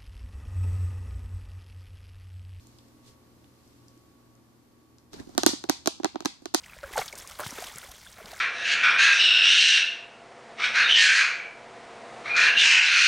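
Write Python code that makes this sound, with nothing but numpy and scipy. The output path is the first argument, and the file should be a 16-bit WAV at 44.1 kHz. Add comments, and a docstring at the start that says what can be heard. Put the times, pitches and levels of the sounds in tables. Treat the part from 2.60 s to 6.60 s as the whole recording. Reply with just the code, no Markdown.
"""Powder tub knocked over a bin

A plastic tub of powder is carried across a quiet kitchen and knocked about over a bin, up close.
Each knock is a sharp crack, a clack of the walls and a short hollow thump; the hard room answers
with a bright tail. An appliance hums underneath, and fingers tick, creak and rub on the plastic."""
import sys
import numpy as np
from scipy import signal
from scipy.fft import rfft, irfft
from scipy.io import wavfile

SR = 44100
rng = np.random.default_rng(int(sys.argv[2]) if len(sys.argv) > 2 else 0)


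def waveform_to_disk(signal):
    """Save audio, clipped to [-1, 1], as 16-bit WAV at the path in sys.argv[1]."""
    frames = np.transpose(np.atleast_2d(signal))
    scaled = np.clip(frames, -1, 1) * 32767
    samples = np.round(scaled).astype(np.int16)
    wavfile.write(sys.argv[1], SR, samples)


N = 176400


def amp(db):
    """Decibels to gain."""
    return 10 ** (np.asarray(db) / 20)


def unit(x):
    """Scales to rms 1."""
    return x / np.sqrt(np.mean(x ** 2) + 1e-20)


def read(points, hz, column=1):
    """Reads one column of a curve on a log-frequency axis."""
    columns = np.transpose(points)
    return np.interp(np.log(hz + 1), np.log(columns[0] + 1), columns[column])


def fader(points):
    """Gain over time from a dB curve."""
    return amp(np.interp(np.arange(N) / SR, *np.transpose(points)))


def add(mix, start_s, sound):
    """Mixes a stereo sound in at its start time."""
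    part = mix[:, max(round(start_s * SR), 0):][:, :sound.shape[1]]
    part += sound[:, :part.shape[1]]


def band(x, hz, width):
    """One resonance; width is a share of its frequency."""
    return signal.lfilter(*signal.iirpeak(hz, 1 / width, SR), x)


def flat_spectrum(x):
    """Spectrum of a burst with all frequencies made equally strong."""
    return np.exp(1j * np.angle(rfft(x)))


def stereo_eq(x, points, size=2048):
    """Minimum-phase EQ with one curve for the left and one for the right."""
    hz = abs(np.fft.fftfreq(size, 1 / SR))
    sides = []
    for column, side in enumerate(x, start=1):
        log_gain = np.log(amp(read(points, hz, column)))
        taps = np.fft.ifft(np.exp(np.conj(signal.hilbert(log_gain)))).real
        sides.append(signal.oaconvolve(side, taps[:size // 2])[:len(side)])
    return np.array(sides)


def noise(points):
    """Two unrelated channels of coloured noise at rms 1."""
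    gain = amp(read(points, np.fft.rfftfreq(N, 1 / SR)))
    return unit(irfft(rfft(rng.standard_normal((2, N))) * gain, N))


def wander(rate_hz):
    """Random motion up to about the given rate."""
    lowpass = np.exp(-(np.fft.rfftfreq(N, 1 / SR) / rate_hz) ** 2)
    return unit(irfft(rfft(rng.standard_normal(N)) * lowpass, N))


def room_tone():
    """Soft kitchen air, centred in the low mids and wide elsewhere."""
    # colour of the air: f/Hz, relative level/dB
    air_colour = [(15, -69), (25, -33), (32, -43), (64, -21), (121, -4.5), (146, -10.5), (202, -8),
                  (237, -4.5), (354, -4), (383, -15), (415, -11.5), (573, -14.5), (1060, -17.5),
                  (1150, -17.5), (1240, -20), (3350, -29), (6900, -33), (13800, -30), (15000, -40)]
    # likeness of left and right: f/Hz, correlation
    correlation = [(30, 0.096), (250, 1), (700, 0.14), (2000, 0), (15000, 0.024)]
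    left, unrelated = rfft(noise(air_colour))
    likeness = read(correlation, np.fft.rfftfreq(N, 1 / SR))
    right = likeness * left + np.sqrt(1 - likeness ** 2) * unrelated
    return irfft(np.array([left, right]), N)


def appliance_hum(waver=0.3, drift_rad=0.13):
    """An appliance hums, each partial wavering in level and phase."""
    # partials of the hum: f/Hz, level/dB
    partials = [(59.5, -78), (80, -73.5), (119.5, -66.5), (238, -70), (281, -72.5), (316, -76.5),
                (356, -80), (413, -79.5), (531, -81.5), (915, -86), (1122.5, -76), (1181, -86)]
    t, hum = np.arange(N) / SR, np.zeros((2, N))
    for hz, db in partials:
        gain = amp(db) * np.sqrt(2) * (1 + waver * wander(3.9))
        phase = drift_rad * wander(2.5) + rng.uniform(0, 1, (2, 1))
        hum += gain * np.sin(2 * np.pi * hz * t + phase)
    return hum


def kitchen():
    """The bed: air and hum ease down together."""
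    # level of the air, whose shape the hum follows: t/s, level/dB
    bed_levels = [(0, -60), (1.2, -60.5), (2.0, -62.5), (2.5, -63), (3.0, -64), (4, -72)]
    fade = fader(bed_levels)
    return room_tone() * fade + appliance_hum() * unit(fade)


def reverb(x, size=22000, build_s=0.00067):
    """Dense reflections off hard surfaces, new for each place of the tub and longest in the treble."""
    # decay of the room: f/Hz, t60/s
    decay_times = [(100, 0.15), (400, 0.093), (1200, 0.31), (4500, 0.34), (8000, .32), (14000, 0.19)]
    t = np.arange(size) / SR
    hz, frame_s, spectra = signal.stft(rng.standard_normal((2, size)), SR, nperseg=256)
    decay = np.exp(-np.log(1000) * frame_s / read(decay_times, hz)[:, None])
    tail = signal.istft(spectra * decay, SR)[1][:, :size]
    tail *= 1 - np.exp(-(t / build_s) ** 2)
    tail /= np.linalg.norm(tail, axis=1, keepdims=True)
    return signal.fftconvolve(x[None], tail, axes=1)


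def finger_ticks(size=1500, decay_s=0.00089, send_db=-7.5):
    """Fingers tick on the plastic: tiny resonant bursts with a touch of room."""
    # finger ticks: t/s, level before the resonance/dB, centre f/Hz
    ticks = [(0.07, -32.5, 7260), (.186, -35.5, 4970), (0.19, -38, 3700), (0.284, -45, 6900),
             (0.844, -36, 2690), (1.077, -43, 6200), (1.283, -36, 5600), (1.377, -42.5, 6550),
             (1.753, -42, 7000), (2.384, -36.5, 5100)]
    out = np.zeros((2, N))
    envelope = np.exp(-np.arange(size) / SR / decay_s)
    for start_s, db, hz in ticks:
        tick = amp(db) * band(envelope * rng.standard_normal((2, size)), hz, width=0.25)
        add(out, start_s, tick)
        add(out, start_s, amp(send_db) * reverb(tick[0]))
    return out


def grip_creaks():
    """The grip creaks in short swells of narrow, almost pitched noise."""
    # creaks: t/s, length/s, f/Hz, level/dB
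    creaks = [(2.574, 0.039, 1610, -58.5), (2.591, 0.017, 1820, -47)]
    out = np.zeros((2, N))
    for start_s, length_s, hz, db in creaks:
        rasp = unit(band(rng.standard_normal((2, SR // 4)), hz, width=0.029))
        size = round(length_s * SR)
        add(out, start_s, amp(db) * rasp[:, :size] * np.hanning(size))
    return out


def rubbing(grain_db=0.5, grain_hz=250):
    """Fingers rub and powder slides: a faint, slightly grainy hiss."""
    # strength of the rubbing: t/s, level/dB
    rub_levels = [(0, -62.5), (.42, -70), (.48, -55), (.56, -70), (.9, -69), (1.1, -66), (1.7, -71.5),
                  (2.51, -73), (2.535, -50.5), (2.56, -57.5), (2.6, -54.5), (2.64, -60), (2.76, -60.5),
                  (3.0, -90), (4, -68.5)]
    # colour of the friction: f/Hz, relative level/dB
    rub_colour = [(100, 8), (1000, -17.5), (2500, -9.5), (4400, -3), (7000, -6.5), (10000, -13),
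                  (15000, -21.5)]
    hiss = noise(rub_colour) * amp(grain_db * wander(grain_hz))
    return unit(hiss) * fader(rub_levels)


def handling():
    """Dull rumble of the tub moving in the hands."""
    # strength of the handling: t/s, level/dB
    rumble_levels = [(0, -76), (2.51, -69), (2.54, -51.5), (2.61, -44.5), (2.65, -57.5), (2.78, -52),
                     (2.88, -46), (2.98, -59), (3.3, -59.5), (4, -62.5)]
    # colour of the rumble: f/Hz, relative level/dB
    rumble_colour = [(20, -33), (75, 1), (130, -5.5), (280, -1.5), (450, -13), (900, -15), (2000, -25),
                     (8000, -60)]
    return noise(rumble_colour) * fader(rumble_levels)


def ring(modes, t, rise_s, tuning):
    """Modes swell briefly and die away, each with its own stereo balance; tuning scales their pitch."""
    out = np.zeros((2, len(t)))
    for hz, t60, left_db, right_db in modes:
        envelope = (1 - np.exp(-t / rise_s)) ** 2 * np.exp(-np.log(1000) * t / t60)
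        envelope /= envelope.max()
        out += amp([[left_db], [right_db]]) * envelope * np.sin(2 * np.pi * hz * tuning * t)
    return out


def thump(t, pitch_hz, nominal_hz=320, lag_s=0.00046):
    """The hollow body thumps, reaching the right microphone a little later."""
    # body modes at nominal pitch: f/Hz, t60/s, left level/dB, right level/dB
    body_modes = [(185, 0.0098, -30, -20.5), (335, 0.016, -13, 1), (412, 0.01, -6.5, -33),
                  (525, 0.015, -16, -20.5)]
    hollow = ring(body_modes, t, rise_s=0.0045, tuning=pitch_hz / nominal_hz)
    hollow[1] = np.interp(t - lag_s, t, hollow[1])
    return hollow


def wall_clack(t, crack_over_clack_db, detune=0.05):
    """The walls clack at a slightly new pitch each time; a soft blow rings the high modes less."""
    # wall modes: f/Hz, t60/s, left level/dB, right level/dB
    wall_modes = [(762, 0.026, -34, -6.5), (888, 0.014, -7.5, -17.5), (1065, 0.033, -21, -27),
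                  (1230, 0.025, -48, -10.5), (1543, 0.015, -16.5, -9), (1833, 0.015, -11.5, -35),
                  (2635, 0.0087, -14.5, -44)]
    tilt_db_per_octave = 0.65 * min(crack_over_clack_db, 0)
    lowest_hz = wall_modes[0][0]
    tilted = [(hz, t60, *(np.array(sides_db) + tilt_db_per_octave * np.log2(hz / lowest_hz)))
              for hz, t60, *sides_db in wall_modes]
    return ring(tilted, t, rise_s=0.00057, tuning=1 + detune * rng.standard_normal())


def crack(t, tilt_db_per_octave, pivot_hz=4350, peak_s=0.00059, ring_db=-11, ring_s=0.0069):
    """The plastic cracks: a stereo snap of noise, plus a clean mono click to excite the room."""
    size, rise = len(t), t / peak_s
    snap = rise ** 2 * np.exp(2 * (1 - rise))
    snap += amp(ring_db) * np.minimum(rise, 1) * np.exp(-t / ring_s)
    octaves = np.log2(np.maximum(np.fft.rfftfreq(size, 1 / SR) / pivot_hz, 0.5))
    tilt = amp(tilt_db_per_octave * octaves)
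    # flattening twice keeps the colour even from knock to knock
    burst = irfft(flat_spectrum(snap * rng.standard_normal((2, size))), size)
    even = flat_spectrum(snap * burst)
    grit = snap * irfft(even * tilt, size)
    grit /= np.linalg.norm(snap * irfft(even, size), axis=1, keepdims=True)
    click = np.roll(irfft(tilt, size), size // 100)
    strength = np.linalg.norm(snap)
    return strength * grit, strength * click


def knocks(size=3000, body_send_db=1.5, bass_cut_hz=168):
    """Each blow thumps the body, rings the walls and cracks; the room answers."""
    # blows, levels ahead of the EQ: t/s, thump level/dB, clack level/dB, crack level/dB,
    # thump pitch/Hz, crack tilt/(dB per octave), room send/dB
    blows = [(2.532, -47, -34, -37.5, 316, -5, 7.5), (2.540, -33.5, -61, -37.5, 377, -5, -5),
             (2.5992, -28.5, -42.5, -39.5, 284, -7.5, -7), (2.672, -34, -58, -54, 288, -3, -7),
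             (2.692, -36, -41, -50, 306, -1.5, 4), (2.7499, -36.5, -44, -41, 296.3, -3.5, -12),
             (2.7786, -12.5, -7.5, -10, 304, -0.5, -1), (2.787, -21.5, -29, -37, 307, -8, -1),
             (2.8333, -17, -13.5, -13, 315, -3, -27), (2.8631, -5, -6.5, -5, 322, 1, 3.5),
             (2.8885, -21, -40, -31, 286, -6, 4), (2.9327, -20, -32, -45, 284, -13, 3.5),
             (3.0393, -25, -30, -27, 344, -5.5, -8.5), (3.051, -39, -33.5, -53, 320, 3, 9),
             (3.089, -26.5, -31, -36, 302, -7, 20), (3.0960, -11.5, -11, -9.5, 310, 0.5, -3.5),
             (3.259, -25.5, -27, -20.5, 327, -3.5, 2.5), (3.2736, -13, -9, -10, 327, -0.5, -4),
             (3.3992, -24, -27.5, -47, 315, -3, 0), (3.4331, -27, -28, -32.5, 320, -8.5, -2),
             (3.445, -15, -9.5, -14.5, 311, -4, -4.5), (3.4550, -17.5, -15.5, -27, 334, -13, -9.5),
             (3.5454, -31.5, -38, -59, 303, -2, -1), (3.5572, -20, -17.5, -31.5, 310, -11.5, -3),
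             (3.6051, -30, -32, -29.5, 326, -6, -2.5), (3.6225, -38, -36, -46, 320, -1, -3),
             (3.6493, -25, -25, -29.5, 287, -0.5, 12), (3.6570, -15.5, -16, -12.5, 310, -5.5, -7),
             (3.82, -41, -52, -57, 297, 2.5, 13), (3.8563, -26, -24.5, -25, 335, -4.5, -3.5),
             (3.9405, -21, -26, -26.5, 307, -3, 8.5), (3.9461, -12, -11.5, -9, 305.6, 0, 0.5)]
    # colour of the crack: f/Hz, left gain/dB, right gain/dB
    crack_eq = [(100, -8, 6), (1300, 3, -15), (2780, -17.5, -6.5), (3440, -6, 0.5), (4000, 7.5, 0),
                (4810, -2, -0.5), (6260, 0.5, 8), (8000, -13.5, -2), (9400, -2, -2.5), (10200, -46.5, -9),
                (13100, -7, -3.5), (16000, -26, -35.5)]
    # colour of the reflections: f/Hz, left gain/dB, right gain/dB
    room_eq = [(100, -7, -14.5), (318, -25, -17), (705, -20.5, -18.5), (1060, -18, -15), (1560, -24, -22.5),
               (2070, -14, -16), (2660, -10.5, -10), (3330, -3.5, -7), (4600, 1, -5), (6240, -10, -3),
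               (8000, -16, -9), (11200, -22, -16.5), (15200, -40, -36)]
    t = np.arange(size) / SR
    bodies, cracks, tails = np.zeros((3, 2, N))
    for start_s, thump_db, clack_db, crack_db, pitch_hz, tilt, send_db in blows:
        body = amp(thump_db) * thump(t, pitch_hz)
        body += amp(clack_db) * wall_clack(t, crack_db - clack_db)
        grit, click = crack(t, tilt)
        send = amp(body_send_db) * body.sum(0) + amp(crack_db) * click
        add(bodies, start_s, body)
        add(cracks, start_s, amp(crack_db) * grit)
        add(tails, start_s, amp(send_db) * reverb(send))
    mix = bodies + stereo_eq(cracks, crack_eq) + stereo_eq(tails, room_eq)
    # a high-pass takes the deepest bass out of the knocks
    return signal.sosfilt(signal.butter(3, bass_cut_hz, "high", fs=SR, output="sos"), mix)


def scene():
    """Knocks up front, small sounds of the grip behind them, the kitchen underneath."""
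    return knocks() + finger_ticks() + grip_creaks() + rubbing() + handling() + kitchen()


def record(dry):
    """The loudest peaks clip, then a steep low-pass takes off the very top."""
    cutoff_hz = 15200
    taps = signal.firwin(255, cutoff_hz, window=("kaiser", 8), fs=SR)
    return signal.oaconvolve(np.clip(dry, -1, 1), taps[None], "same")


dry = scene()
out = record(dry)
waveform_to_disk(out)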